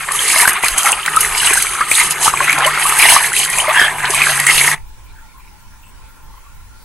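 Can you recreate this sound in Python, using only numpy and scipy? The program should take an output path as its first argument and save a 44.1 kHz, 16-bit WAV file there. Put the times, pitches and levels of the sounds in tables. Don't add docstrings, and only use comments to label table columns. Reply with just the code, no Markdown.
import sys
import numpy as np
from scipy import signal
from scipy.fft import rfft, irfft, next_fast_len
from scipy.io import wavfile
from scipy.ndimage import uniform_filter1d

SR = 44100
rng = np.random.default_rng(int(sys.argv[2]) if len(sys.argv) > 2 else 0)


def transcribe(signal):
    frames = np.atleast_2d(signal).T
    limited = np.clip(frames, -1, 1)
    pcm = np.round(limited * 32767).astype(np.int16)
    wavfile.write(sys.argv[1], SR, pcm)


def ratio(d):
    e = np.asarray(d, float) / 20
    return 10 ** e


N = 301644
TIME = np.arange(N) / SR
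CUT_S = 4.745
EDGE_HZ = 12150
SURGE_STEP = 64
CALM_CHURN_DB = -23.5

# crest in seconds, churn level in dB,
# dying time in seconds, centre of the churn in Hz.
SHOVES = [(0.02, -21.5, 0.04, 1800.0), (0.1, -25.5, 0.031, 1510), (0.3, -21, 0.18, 2170),
          (0.438, -12, 0.1, 1750), (0.476, -29, 1, 1726), (0.56, -17.5, 0.092, 1093),
          (0.656, -13, 0.034, 2190.0), (0.79, -16.5, 0.048, 1050.0), (0.882, -12, 0.053, 1267),
          (1.086, -20, 0.016, 1667), (1.217, -22.5, 0.8, 1294), (1.528, -15, 0.14, 1764),
          (1.807, -18, 0.14, 1242), (2.005, -12, 0.058, 2040.0), (2.28, -22.5, 0.46, 1276),
          (2.482, -13, 0.097, 2000), (2.649, -15.5, 0.14, 1093), (2.839, -15.5, 0.49, 1506),
          (3.034, -7, 0.044, 2156), (3.122, -13, 0.14, 1630), (3.24, -17.5, 0.067, 2000.0),
          (3.4, -21.5, 0.092, 2800.0), (3.57, -17.5, 0.08, 2750.0), (3.689, -14, 0.053, 890),
          (3.823, -13, 0.13, 1678), (4.07, -17, 0.075, 1660), (4.21, -11.5, 0.084, 2457),
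          (4.285, -16.5, 0.1, 1534), (4.396, -17, 0.022, 2117), (4.5, -8, 0.031, 2056),
          (4.623, -16, 0.45, 1948)]


def evened(x):
    return x / np.sqrt(np.mean(x ** 2) + 1e-20)


def read(points, hz):
    f, value = np.transpose(points)
    return np.interp(np.log(hz + 1), np.log(f + 1), value)


def colour(x, points):
    size = next_fast_len(x.shape[-1])
    gain = ratio(read(points, np.fft.rfftfreq(size, 1 / SR)))
    return irfft(rfft(x, size) * gain, size)[..., :x.shape[-1]]


def low_pass(x, hz):
    taps = signal.firwin(511, hz, window=("kaiser", 9), fs=SR)
    return signal.oaconvolve(x, taps[None], "same", axes=1)


def add(mix, s, sound):
    part = mix[max(round(s * SR), 0):][:len(sound)]
    part += sound[:len(part)]


def resonate(x, hz, width_hz):
    turn = np.exp(2j * np.pi * np.cumsum(hz) / SR)
    r = np.exp(-np.pi * width_hz / SR)
    return 2 * (turn * signal.lfilter([1 - r], [1, -r], x / turn)).real


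def flicker(rate_hz):
    slow = signal.butter(2, rate_hz, fs=SR, output="sos")
    return evened(signal.sosfilt(slow, rng.standard_normal(N)))


def scrambled(x, size):
    z = signal.stft(x, nperseg=size)[2]
    z = z * np.exp(2j * np.pi * rng.random(z.shape))
    y = signal.istft(z, nperseg=size)[1][:N]
    return evened(y) * np.sqrt(np.mean(x ** 2))


def patchy(x, depth_db):
    z = signal.stft(x, nperseg=512)[2]
    blotch = uniform_filter1d(rng.standard_normal(z.shape), size=14, axis=0)
    blotch = evened(uniform_filter1d(blotch, size=14, axis=1))
    return evened(signal.istft(z * ratio(depth_db * blotch), nperseg=512)[1][:N])


def puffs(rows):
    out = np.zeros(N)
    for s, length_s, hz, width_hz, db in rows:
        hz = np.full(round(length_s * SR), hz)
        ring = resonate(rng.standard_normal(len(hz)), hz, width_hz)
        ring = resonate(ring, hz, width_hz)
        add(out, s, ratio(db) * evened(ring) * signal.windows.tukey(len(hz), .5))
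    return out


def bubble(hz, cycles, rise, swell=0.047):
    length_s = max(cycles, 1.5) / hz
    u = np.arange(round(3.3 * length_s * SR)) / (length_s * SR)
    shape = (1 - np.exp(-u / swell)) * np.exp(-(u / 0.96) ** 2)
    return shape / shape.max() * np.sin(2 * np.pi * hz * length_s * (u + rise * u ** 2 / 2))


def swarm(lo_hz, hi_hz, cycles, per_s, spread_db, clump):
    out = np.zeros(N)
    busy = np.exp(clump * flicker(25.))
    pitches_hz = np.geomspace(lo_hz, hi_hz, num=32)
    for hz in pitches_hz:
        hits = rng.random(N) < busy * per_s / len(pitches_hz) / SR
        size_db = spread_db * np.minimum(rng.exponential(1, N), 4)
        size = hits * rng.choice([-1, 1], N) * ratio(size_db)
        one = bubble(hz, cycles * rng.uniform(1.0, 1.276), 0.249)
        out += hz * signal.oaconvolve(size, one)[:N]
    return evened(out)


def surges(rows):
    build_ratio, die_db = 1.3, -19.5
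    crest_s, db, dying_s = np.asarray(rows)[:, :3, None].transpose(1, 0, 2)
    late = (TIME[::SURGE_STEP] - crest_s) / np.maximum(dying_s, .01)
    return ratio(2 * db + 2 * die_db * np.where(late < 0, late / build_ratio, late) ** 2)


def surge_db(rows, calm_db):
    power = surges(rows).sum(axis=0) + ratio(2 * calm_db)
    return np.repeat(10 * np.log10(power), SURGE_STEP)[:N]


def churn():
    # frequency in Hz, level in dB per Hz.
    churn_spectrum = [(150, -49.5), (250, -35.5), (396, -13.5), (520, -30), (800, -9), (1230, -1.5),
                      (1420, -6), (2190, 0), (4200, -17.5), (5460, -27.5), (9240, -120)]
    calm_hz = 1540
    power, calm = surges(SHOVES), ratio(2 * CALM_CHURN_DB)
    centre_hz = np.asarray(SHOVES)[:, 3] @ power + calm_hz * calm
    centre_hz = centre_hz / (power.sum(axis=0) + calm)
    centre_hz = np.interp(TIME, TIME[::SURGE_STEP], centre_hz)
    bubbles = swarm(299.0, 4557, 10.67, 2200, 2.2, .35)
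    fizz = evened(colour(bubbles + 0.73 * rng.standard_normal(N), churn_spectrum))
    hollow = evened(resonate(fizz, centre_hz, 440.0))
    return ratio(surge_db(SHOVES, CALM_CHURN_DB) - 3.0) * evened(fizz + 0.68 * hollow)


def pops():
    # start in seconds, peak in dB, pitch in Hz, length in cycles.
    plop_rows = [(0.147, -9, 1185, 13), (0.428, -8.5, 962, 22), (0.454, 4.5, 1520, 7), (0.637, 0, 985, 3.7),
                 (0.842, -12, 826, 21), (0.866, 2.5, 1260, 6.4), (1.078, -2, 1510, 7.1),
                 (1.145, -5.5, 1300, 4.3), (1.169, 4.5, 1293, 13), (1.431, -4, 1570, 7.5),
                 (1.533, -3.5, 1470, 5), (1.573, -1, 1564, 14), (1.734, -10, 1090, 6.9),
                 (1.807, -1, 1233, 21), (2.256, -11.5, 890, 15), (2.279, 6.5, 1243, 6.7),
                 (2.338, 1.5, 1100, 5.3), (2.405, 0, 1074, 10.7), (2.48, 0, 1430, 3.9),
                 (2.583, -1, 944, 2.7), (2.622, -8.5, 784, 8.1), (2.669, -1.5, 1063, 20),
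                 (2.775, 0, 1385, 4.3), (2.853, -3, 1170, 17), (2.923, -0.5, 1270, 5),
                 (3.054, -1.5, 840, 4.5), (3.123, 2, 934, 3.7), (3.163, 7.5, 1134, 7.8),
                 (3.682, -4, 1200, 3.2), (4.137, -4.5, 1120, 8.8)]
    # start in seconds, peak in dB, pitch in Hz, length in cycles.
    gulp_rows = [(0.359, -16.5, 637, 10), (1.098, -28.5, 424, 12), (1.51, -12, 395, 3.4),
                 (2.412, -19, 583, 15), (2.536, -23, 309, 7.1), (2.6, -18.5, 474, 6.2),
                 (2.656, -7, 617, 11), (3.679, -4.5, 629, 17), (3.839, -21.5, 587, 19),
                 (4.098, -14.5, 393, 4.4), (4.289, -15.5, 656, 20)]
    # start in seconds, peak in dB, pitch in Hz.
    ping_rows = [(0.087, -3.5, 1692), (0.341, -3.5, 1700), (0.361, 2, 2140), (0.477, 7, 1630),
                 (0.928, 1, 2760), (1.061, -5.5, 2270), (1.247, 0, 1970), (1.349, -4, 2240),
                 (1.401, -4.5, 2970), (1.668, -3.5, 2240), (1.915, 5.5, 2320), (2.373, -3, 2350),
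                 (2.445, -3.5, 2580), (2.496, 7, 2200), (2.529, 1.5, 2380), (3.025, 8, 2370),
                 (3.053, 4, 2000), (3.087, 6.5, 2240), (3.244, 0, 2020), (3.365, -1, 2610),
                 (3.763, -1.5, 1720), (4.004, -8, 1640), (4.218, 3, 2490), (4.268, 2, 1580),
                 (4.468, 4.5, 1990), (4.499, 4.5, 2130), (4.579, -2, 2560), (4.612, 4.5, 2190),
                 (4.677, 5, 1980), (4.715, 0, 1910)]
    # start in seconds, peak in dB, pitch in Hz.
    more_ping_rows = [(0.1911, -4, 3200), (0.2882, -13.5, 2250), (0.6448, -4.5, 2430), (0.8587, -5.5, 2110),
                      (1.0815, -2.5, 1900), (1.2312, -6.5, 2010), (1.8105, -0.5, 1640), (1.9517, -4.5, 3730),
                      (2.4032, -4, 1480), (2.4287, -7, 2010), (2.4807, -4, 2180), (2.606, 0, 1640),
                      (2.647, -0.5, 2960), (2.998, 2, 2370), (3.1622, 0, 1880), (3.3366, -4.5, 1960),
                      (3.4775, -9, 2140), (3.529, -12.5, 2320), (3.558, -14, 1890), (3.6005, -2.5, 2970),
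                      (3.7472, -5, 1670), (3.796, 3, 1750), (3.8154, 5, 1670), (3.8272, 3, 1680),
                      (3.853, -7.5, 1730), (3.8813, -2.5, 1700), (4.044, -3, 1580), (4.1787, -8, 2400),
                      (4.294, -2, 1674), (4.3763, -5, 1670), (0.3, -2.5, 2260), (0.4004, 0, 2100),
                      (0.424, -4.5, 2000), (0.494, -2.5, 1970), (1.03, -12, 2980), (1.472, -1.5, 2840),
                      (1.507, -3.5, 2390), (3.3996, -5, 2900), (3.4308, -4.5, 3000), (3.459, -10.5, 1630),
                      (3.495, -8, 1970), (3.5357, -9, 2330)]
    # start in seconds, peak in dB, pitch in Hz.
    bloop_rows = [(0.087, -5.5, 1090), (0.11, -4, 1150), (0.279, -15, 1180), (0.345, -12, 1080),
                  (0.359, -5.5, 1110), (0.477, 0, 1150), (0.853, -6.5, 1270), (0.927, -3.5, 910),
                  (1.076, -7.5, 1260), (1.156, -4.5, 1270), (1.449, -12, 929), (1.472, -10.5, 1230),
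                  (1.505, -5.5, 1100), (1.556, -7, 937), (1.648, -6.5, 1230), (1.787, -7, 1190),
                  (2.072, -11, 1160), (2.268, -0.5, 1250), (2.531, -9.5, 1080), (3.319, -5.5, 1470),
                  (4.041, -13.5, 1500), (4.273, -1.5, 1210), (4.495, -12.5, 891), (4.687, -5, 1290)]
    ping_s, bloop_cycles = 0.0041, 5.9
    rows = [*plop_rows, *gulp_rows]
    rows += [(s, db, hz, hz * ping_s) for s, db, hz in ping_rows]
    rows += [(s, db + 1, hz, hz * ping_s) for s, db, hz in more_ping_rows]
    rows += [(s, db - 1, hz, bloop_cycles) for s, db, hz in bloop_rows]
    out = np.zeros(N)
    smack_decay = ratio(-60 * np.arange(200) / SR / 0.0061)
    for s, db, hz, cycles in rows:
        rise = rng.uniform(0.048, 0.24)
        smack = rng.standard_normal(200) * smack_decay
        add(out, s, ratio(db - 5.0) * bubble(hz / (1 + rise / 2), cycles, rise, swell=0.058))
        add(out, s, ratio(db - 10.5) * uniform_filter1d(smack, size=5))
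    return out


def impacts():
    # start in seconds, peak in dB.
    slap_rows = [(0.1456, -8.5), (0.2793, -2), (0.2960, -5.5), (0.4753, 1), (0.6265, -6.5), (0.7790, 0.5),
                 (0.8579, -2), (1.2062, 4), (1.5329, -2.5), (1.9126, 0.5), (1.9435, -3.5), (2.2273, -8.5),
                 (2.6623, 1), (2.8654, -19), (2.9876, 4), (3.018, 2), (4.1041, 1), (4.4657, 4.5),]
    # start in seconds, peak in dB.
    crack_rows = [
        (0.6828, 12),
        (0.8315, 7),
        (0.9188, 11.5),
        (1.0605, 7),
        (1.1628, 9.5),
        (2.1076, 7),
        (2.5282, 6.5),
    ]
    # start in seconds, peak in dB.
    spatter_rows = [(0.119, -1.5), (0.4753, -5), (0.5316, -2.5), (0.644, -5), (1.2076, -1), (1.5353, -3.5),
                    (1.624, -1.5), (1.7342, -6.5), (1.912, -1.5), (2.519, -6), (2.586, -3), (2.6462, -9),
                    (2.8646, -9.5), (2.894, -3), (3.3307, -0.5), (3.365, -3.5), (3.4396, -6), (3.449, -4),
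                    (3.4992, -1.5), (3.518, -14.5), (3.53, -5), (3.5848, 2.5), (4.146, 0.5), (4.3044, -6),
                    (4.3997, 3.5), (4.467, -5)]
    out = np.zeros(N)
    t = np.arange(SR // 5) / SR
    for rows, t60_s, gain_db in ((slap_rows, 0.039, 0), (crack_rows, 0.013, 0), (spatter_rows, 0.015, 4)):
        for s, db in rows:
            add(out, s, ratio(db + gain_db - 60 * t / t60_s) * (1 - np.exp(-t / 0.00038)))
    return out


def spray():
    # crest in seconds, spray level in dB, dying time in seconds.
    spill_rows = [(0.04, -29, 0.1), (0.155, -18.5, 0.036), (0.22, -18, 0.1), (0.31, -14.5, 0.099),
                  (0.4, -12.5, 0.085), (0.49, -15, 0.032), (0.665, -17.5, 0.027), (0.71, -20.5, 0.058),
                  (0.8, -18, 0.042), (0.87, -15.5, 0.062), (0.94, -28, 0.025), (1.235, -20, 0.068),
                  (1.452, -16, 0.11), (1.478, -22.5, 0.51), (1.599, -19, 0.12), (1.745, -22, 0.011),
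                  (1.979, -12.5, 0.083), (2.05, -18, 0.059), (2.116, -18, 0.023), (2.258, -15, 0.064),
                  (2.467, -25, 0.36), (2.683, -22, 0.021), (2.89, -18, 0.18), (3.03, -14, 0.082),
                  (3.12, -8, 0.088), (3.25, -17.5, 0.079), (3.385, -16, 0.058), (3.44, -20, 0.059),
                  (3.59, -19, 0.1), (3.804, -21, 0.13), (3.98, -38, 0.059), (4.15, -24, 0.041),
                  (4.282, -17.5, 0.22), (4.58, -12, 0.14), (4.688, -18, 0.08)]
    # frequency in Hz, level in dB per Hz.
    spray_spectrum = [(3240, -43.5), (5500, -14.5), (5720, -9), (6270, -4), (7280, -7.5), (7900, -2),
                      (9180, -0.5), (11100, -1.5), (12000, -9), (15600, -44.5), (22000, -120)]
    # frequency in Hz, level in dB per Hz.
    trickle_spectrum = [(1760, -16), (2700, -1), (3250, -5), (3560, -15), (3900, -7), (5600, -12.5),
                        (6100, -16), (7930, -27), (13400, -120)]
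    slaps = impacts()
    spray_db = surge_db(spill_rows, -32)
    churn_db = surge_db(SHOVES, CALM_CHURN_DB)
    drip_db = -26 + 1.24 * (spray_db + 18.5) + 0.1 * (churn_db + 18)
    drops = swarm(5036, 13970, 4.6, 5000, 3.8, .6) + 1.21 * rng.standard_normal(N)
    drips = swarm(2470, 5620, 5.15, 1400, 1.8, .55) + 1.15 * rng.standard_normal(N)
    high = (ratio(spray_db) + ratio(-12.0) * slaps) * patchy(colour(drops, spray_spectrum), 1.76)
    low = (ratio(drip_db) + ratio(-22.5) * slaps) * patchy(colour(drips, trickle_spectrum), 1.8)
    return high + low


def slosh():
    # crest in seconds, level in dB, dying time in seconds.
    slosh_rows = [(.13, -29.5, 0.073), (.43, -34, 0.032), (.77, -27, 0.054), (.9, -21, 0.11),
                  (1.52, -27, 0.032), (2.27, -25, 0.06), (2.62, -17, 0.08), (2.87, -23.5, 0.14),
                  (3.12, -23.5, 0.2), (3.4, -27, 0.034), (3.53, -27.5, 0.08), (3.6, -23, 0.11),
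                  (3.74, -22.5, 0.14), (3.85, -29, 0.15), (4.1, -28, 0.18), (4.3, -25, 0.049),
                  (4.43, -27, 0.046), (4.6, -31.5, 0.34)]
    # frequency in Hz, level in dB per Hz.
    slosh_spectrum = [(300, -24.5), (560, -14), (800, -3.5), (1000, -1), (1400, -24.5)]
    rolls = swarm(499.7, 1093, 8.8, 300, 1.7, .4) + .5 * rng.standard_normal(N)
    return ratio(surge_db(slosh_rows, -36)) * evened(colour(rolls, slosh_spectrum))


def squeaks_and_jets():
    # start in seconds, length in seconds, centre in Hz, width in Hz, level in dB.
    squeak_rows = [
        (3.74, 0.14, 1674, 258, -11.5),
        (3.745, 0.14, 3210, 259.4, -18),
        (3.745, 0.041, 2770, 230, -21),
    ]
    # start in seconds, length in seconds, centre in Hz, width in Hz, level in dB.
    jet_rows = [
        (2.2, .11, 7200, 3000, -20),
        (4.051, 0.012, 3360, 2500, -21),
        (4.575, 0.018, 4030, 400, -19.5),
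        (4.576, .025, 2770, 1190, -11.5),
    ]
    return puffs([*squeak_rows, *jet_rows])


def yard_echoes(x):
    # frequency in Hz, side over mid in dB.
    side_spectrum = [(170, -15), (520, -23), (860, -23), (1200, -12), (1900, -18), (2250, -24), (2700, -13),
                     (3600, -2), (4100, -7), (5500, -1), (6100, -13), (7300, -5), (8000, -11),
                     (9500, -15.5)]
    # frequency in Hz, left over right in dB.
    lean_rows = [(900, .3), (1200, 2), (1600, -.5), (2250, 0), (2600, 3.5), (3250, -1), (3650, -5),
                 (4400, .5), (5200, -4), (6200, 1.5), (8500, -1), (9400, 0), (10000, -2.5)]
    # frequency in Hz, phase by which left leads in radians.
    lead_rows = [(2500, 0), (2900, -.75), (3300, -1), (3900, .5), (4300, .1), (5000, .9), (5800, -.2),
                 (6700, -.3), (8800, .3), (9200, 0)]
    t = np.arange(SR // 10) / SR
    tails = rng.standard_normal((6, len(t))) * ratio(-60 * t / 0.1)
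    mid = x.copy()
    for k, tail in enumerate(tails):
        turn = np.cos(np.pi * (2.284 * TIME + k / len(tails))) / np.sqrt(3)
        mid += ratio(-8.) * signal.oaconvolve(x * turn, tail / np.linalg.norm(tail))[:N]
    side = colour(scrambled(mid, size=128), side_spectrum)
    hz = np.fft.rfftfreq(N, 1 / SR)
    port = ratio(read(lean_rows, hz) / 2) * np.exp(.5j * read(lead_rows, hz))
    return np.array([irfft(rfft(mid + side) * port, N), irfft(rfft(mid - side) / port, N)])


def motor():
    # time in seconds, third order in Hz, level in dB.
    motor_rows = [(0, 152, -51), (.9, 152, -75), (1.1, 152, -44), (1.5, 146, -53.5), (1.95, 143, -57),
                  (2.1, 143, -42), (2.7, 150, -39), (2.9, 155, -47.5), (3.7, 140, -46), (4., 143, -39.5),
                  (4.76, 148, -33.5)]
    # engine order, level in dB.
    order_rows = [(2, -16.5), (3, 1), (4, -18), (5, -17)]
    at_s, third_hz, motor_db = np.transpose(motor_rows)
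    turn_hz = np.interp(TIME, at_s, third_hz) / 3 * (1 + 0.0297 * flicker(12.))
    turns = np.cumsum(turn_hz) / SR
    orders = sum(ratio(db + 2.0 * flicker(9.1)) * np.sin(2 * np.pi * k * turns) for k, db in order_rows)
    return ratio(np.interp(TIME, at_s, motor_db) + 3.0) * orders


def air(points, same, patchy_db, swell_db):
    frames, hz = N // 512 + 5, np.fft.rfftfreq(2048, 1 / SR)
    a, b, c, d, patches = rng.standard_normal((frames, 1025, 5)).T
    patches = uniform_filter1d(patches, size=12, axis=0)
    patches = evened(uniform_filter1d(patches, size=9, axis=1))
    swell = evened(uniform_filter1d(rng.standard_normal(frames), size=8))
    same = np.clip(read(same, hz), -1, 1)[:, None]
    left = a + 1j * b
    right = same * left + np.sqrt(1 - same ** 2) * (c + 1j * d)
    z = np.array([left, right])
    z *= ratio(read(points, hz)[:, None] + patchy_db * patches + swell_db * swell)
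    return evened(signal.istft(z, nperseg=2048, noverlap=1536)[1][:, :N])


def yard_air():
    # frequency in Hz, level in dB per Hz.
    yard_spectrum = [(8.8, -29.5), (18, -4), (42, -1), (60, -12.5), (157, -10), (280, -20), (392, -6.5),
                     (541, -16.5), (700, -40), (910, -28), (1540, -120)]
    likeness = [(25, 0.99), (60, 0.16), (125, 0.55), (300, 0.99)]  # Hz, left-right likeness
    return ratio(-33.5 - 3.5) * air(yard_spectrum, likeness, 3.5, 1.0)


def kitchen():
    # frequency in Hz, level in dB per Hz.
    kitchen_spectrum = [(8.8, -25), (15, -4), (45, -5.5), (197, -25), (430, -34.5), (732, -40), (1020, -30),
                        (1210, -47), (1390, -31.5), (1560, -34.5), (2300, -35.5), (3130, -40), (12000, -41),
                        (15600, -71), (22000, -120)]
    # frequency in Hz, left-right likeness from -1 to 1.
    kitchen_likeness = [(25, 0.66), (70, -0.01), (170, -0.33), (490, -0.086), (1400, 0.5), (4000, -0.15),
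                        (11600, 0.06)]
    # centre in Hz, width in Hz, level in dB.
    appliance_rows = [(885, 27, -59.5), (1020, 94, -59.5), (1380, 45, -62)]
    # start in seconds, length in seconds, centre in Hz, width in Hz, level in dB.
    stir_rows = [(5.05, 0.082, 2360, 197, -52), (5.15, 0.064, 1590, 252, -44.5),
                 (5.27, 0.066, 2310, 402, -52.5), (5.33, 0.098, 1040, 121, -44),
                 (5.38, 0.13, 2400, 496, -50.5), (5.5, 0.089, 854, 100, -47),
                 (5.7, 0.088, 1480, 603, -52.5), (5.82, 0.089, 2720, 397, -52),
                 (5.84, 0.075, 8250, 1000, -54), (6., 0.11, 2310, 500, -51.5), (6.05, 0.17, 1410, 150, -52),
                 (6.32, 0.087, 1020, 250, -46.5), (6.43, 0.084, 1130, 100, -45),
                 (6.7, 0.084, 1395, 118, -50.5), (6.72, 0.16, 4580, 1200, -57), (5.07, .06, 3880, 900, -55)]
    whirr = np.zeros(N)
    for hz, width_hz, db in appliance_rows:
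        band = evened(resonate(rng.standard_normal(N), np.full(N, hz), width_hz))
        whirr += ratio(db + 2 + 3.5 * flicker(6.5)) * band
    stir = ratio(-3.5 + 2.3 * flicker(30.)) * puffs(stir_rows)
    stir = stir + np.array([[.5], [-.5]]) * scrambled(stir, size=512)
    return ratio(-38) * air(kitchen_spectrum, kitchen_likeness, 2.54, 0.1) + whirr + stir


def top_band():
    room_gaps_s = [4.75, 4.88, 5.06, 5.39, 5.62, 5.83, 5.89, 6.1, 6.24, 6.38, 6.56, 6.83]
    # start in seconds, length in seconds, level in dB.
    tub_bursts = [(0.093, 0.049, -49.5), (0.56, 0.07, -47.5), (0.438, 0.09, -40), (0.608, 0.063, -47.5),
                  (0.672, 0.032, -19.5), (0.768, 0.032, -44.5), (0.844, 0.084, -36.5), (1.031, 0.07, -39),
                  (1.129, 0.087, -40), (1.464, 0.045, -41.5), (1.512, 0.036, -46.5), (1.722, 0.041, -48),
                  (1.893, 0.09, -36), (2.262, 0.056, -44), (2.348, 0.051, -47), (2.428, 0.045, -36.5),
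                  (2.472, 0.041, -48), (2.52, 0.034, -40), (2.643, 0.055, -40), (2.853, 0.053, -39.5),
                  (2.975, 0.23, -34.5), (3.667, 0.061, -38.5), (3.787, 0.095, -40), (3.951, 0.053, -50),
                  (4.206, 0.055, -43), (4.384, 0.029, -46), (4.443, 0.069, -34.5), (4.557, 0.051, -44),
                  (4.629, 0.057, -41)]
    gap_s, edge_s = .035, .02
    hiss = rng.standard_normal((2, N))
    room = sum(np.clip(1.5 - abs(TIME - s) / gap_s * 2, 0, 1) for s in room_gaps_s)
    tub = np.zeros(N)
    for s, length_s, db in tub_bursts:
        inside_s = np.minimum(TIME - s, s + length_s - TIME)
        tub += ratio(db) * np.clip(inside_s / edge_s, 0, 1) ** 2
    whine_hz = np.full(N, 15620)
    whine = evened(resonate(resonate(hiss[0], whine_hz, 200.), whine_hz, 200.))
    scraps = np.array([patchy(one, 11.) for one in hiss])
    scraps = scraps + 0.57 * scraps[::-1]
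    indoors = TIME > CUT_S
    opposed = ratio(-47.) * (1 - np.minimum(room, 1)) * indoors * hiss[1] * np.array([[1], [-1]])
    top = ratio(-46.) * room * hiss + ratio(2.) * tub * scraps + opposed
    return top - low_pass(top, EDGE_HZ) + ratio(-62.5) * whine * indoors


def scene():
    # frequency in Hz, gain in dB.
    notch_rows = [(5300, 0), (5600, -5), (5750, -16), (5900, -3), (6100, 0)]
    water = churn() + slosh() + spray() + pops() + squeaks_and_jets()
    tub = colour(yard_echoes(water), notch_rows) + motor() + yard_air()
    after = np.maximum(TIME - CUT_S, 0) / 0.04
    fade = np.maximum(ratio(-40. * after), ratio(-8.0 - 15.5 * after))
    return low_pass(tub * fade + kitchen() * np.clip(3 * after, 0, 1), EDGE_HZ) + top_band()


def roll_off(x):
    return signal.sosfilt(signal.butter(12, 15900, fs=SR, output="sos"), x)


def record(dry):
    flat = low_pass(np.clip(dry, -1, 1), 15900)
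    return roll_off(flat)


dry = scene()
out = record(dry)
transcribe(out)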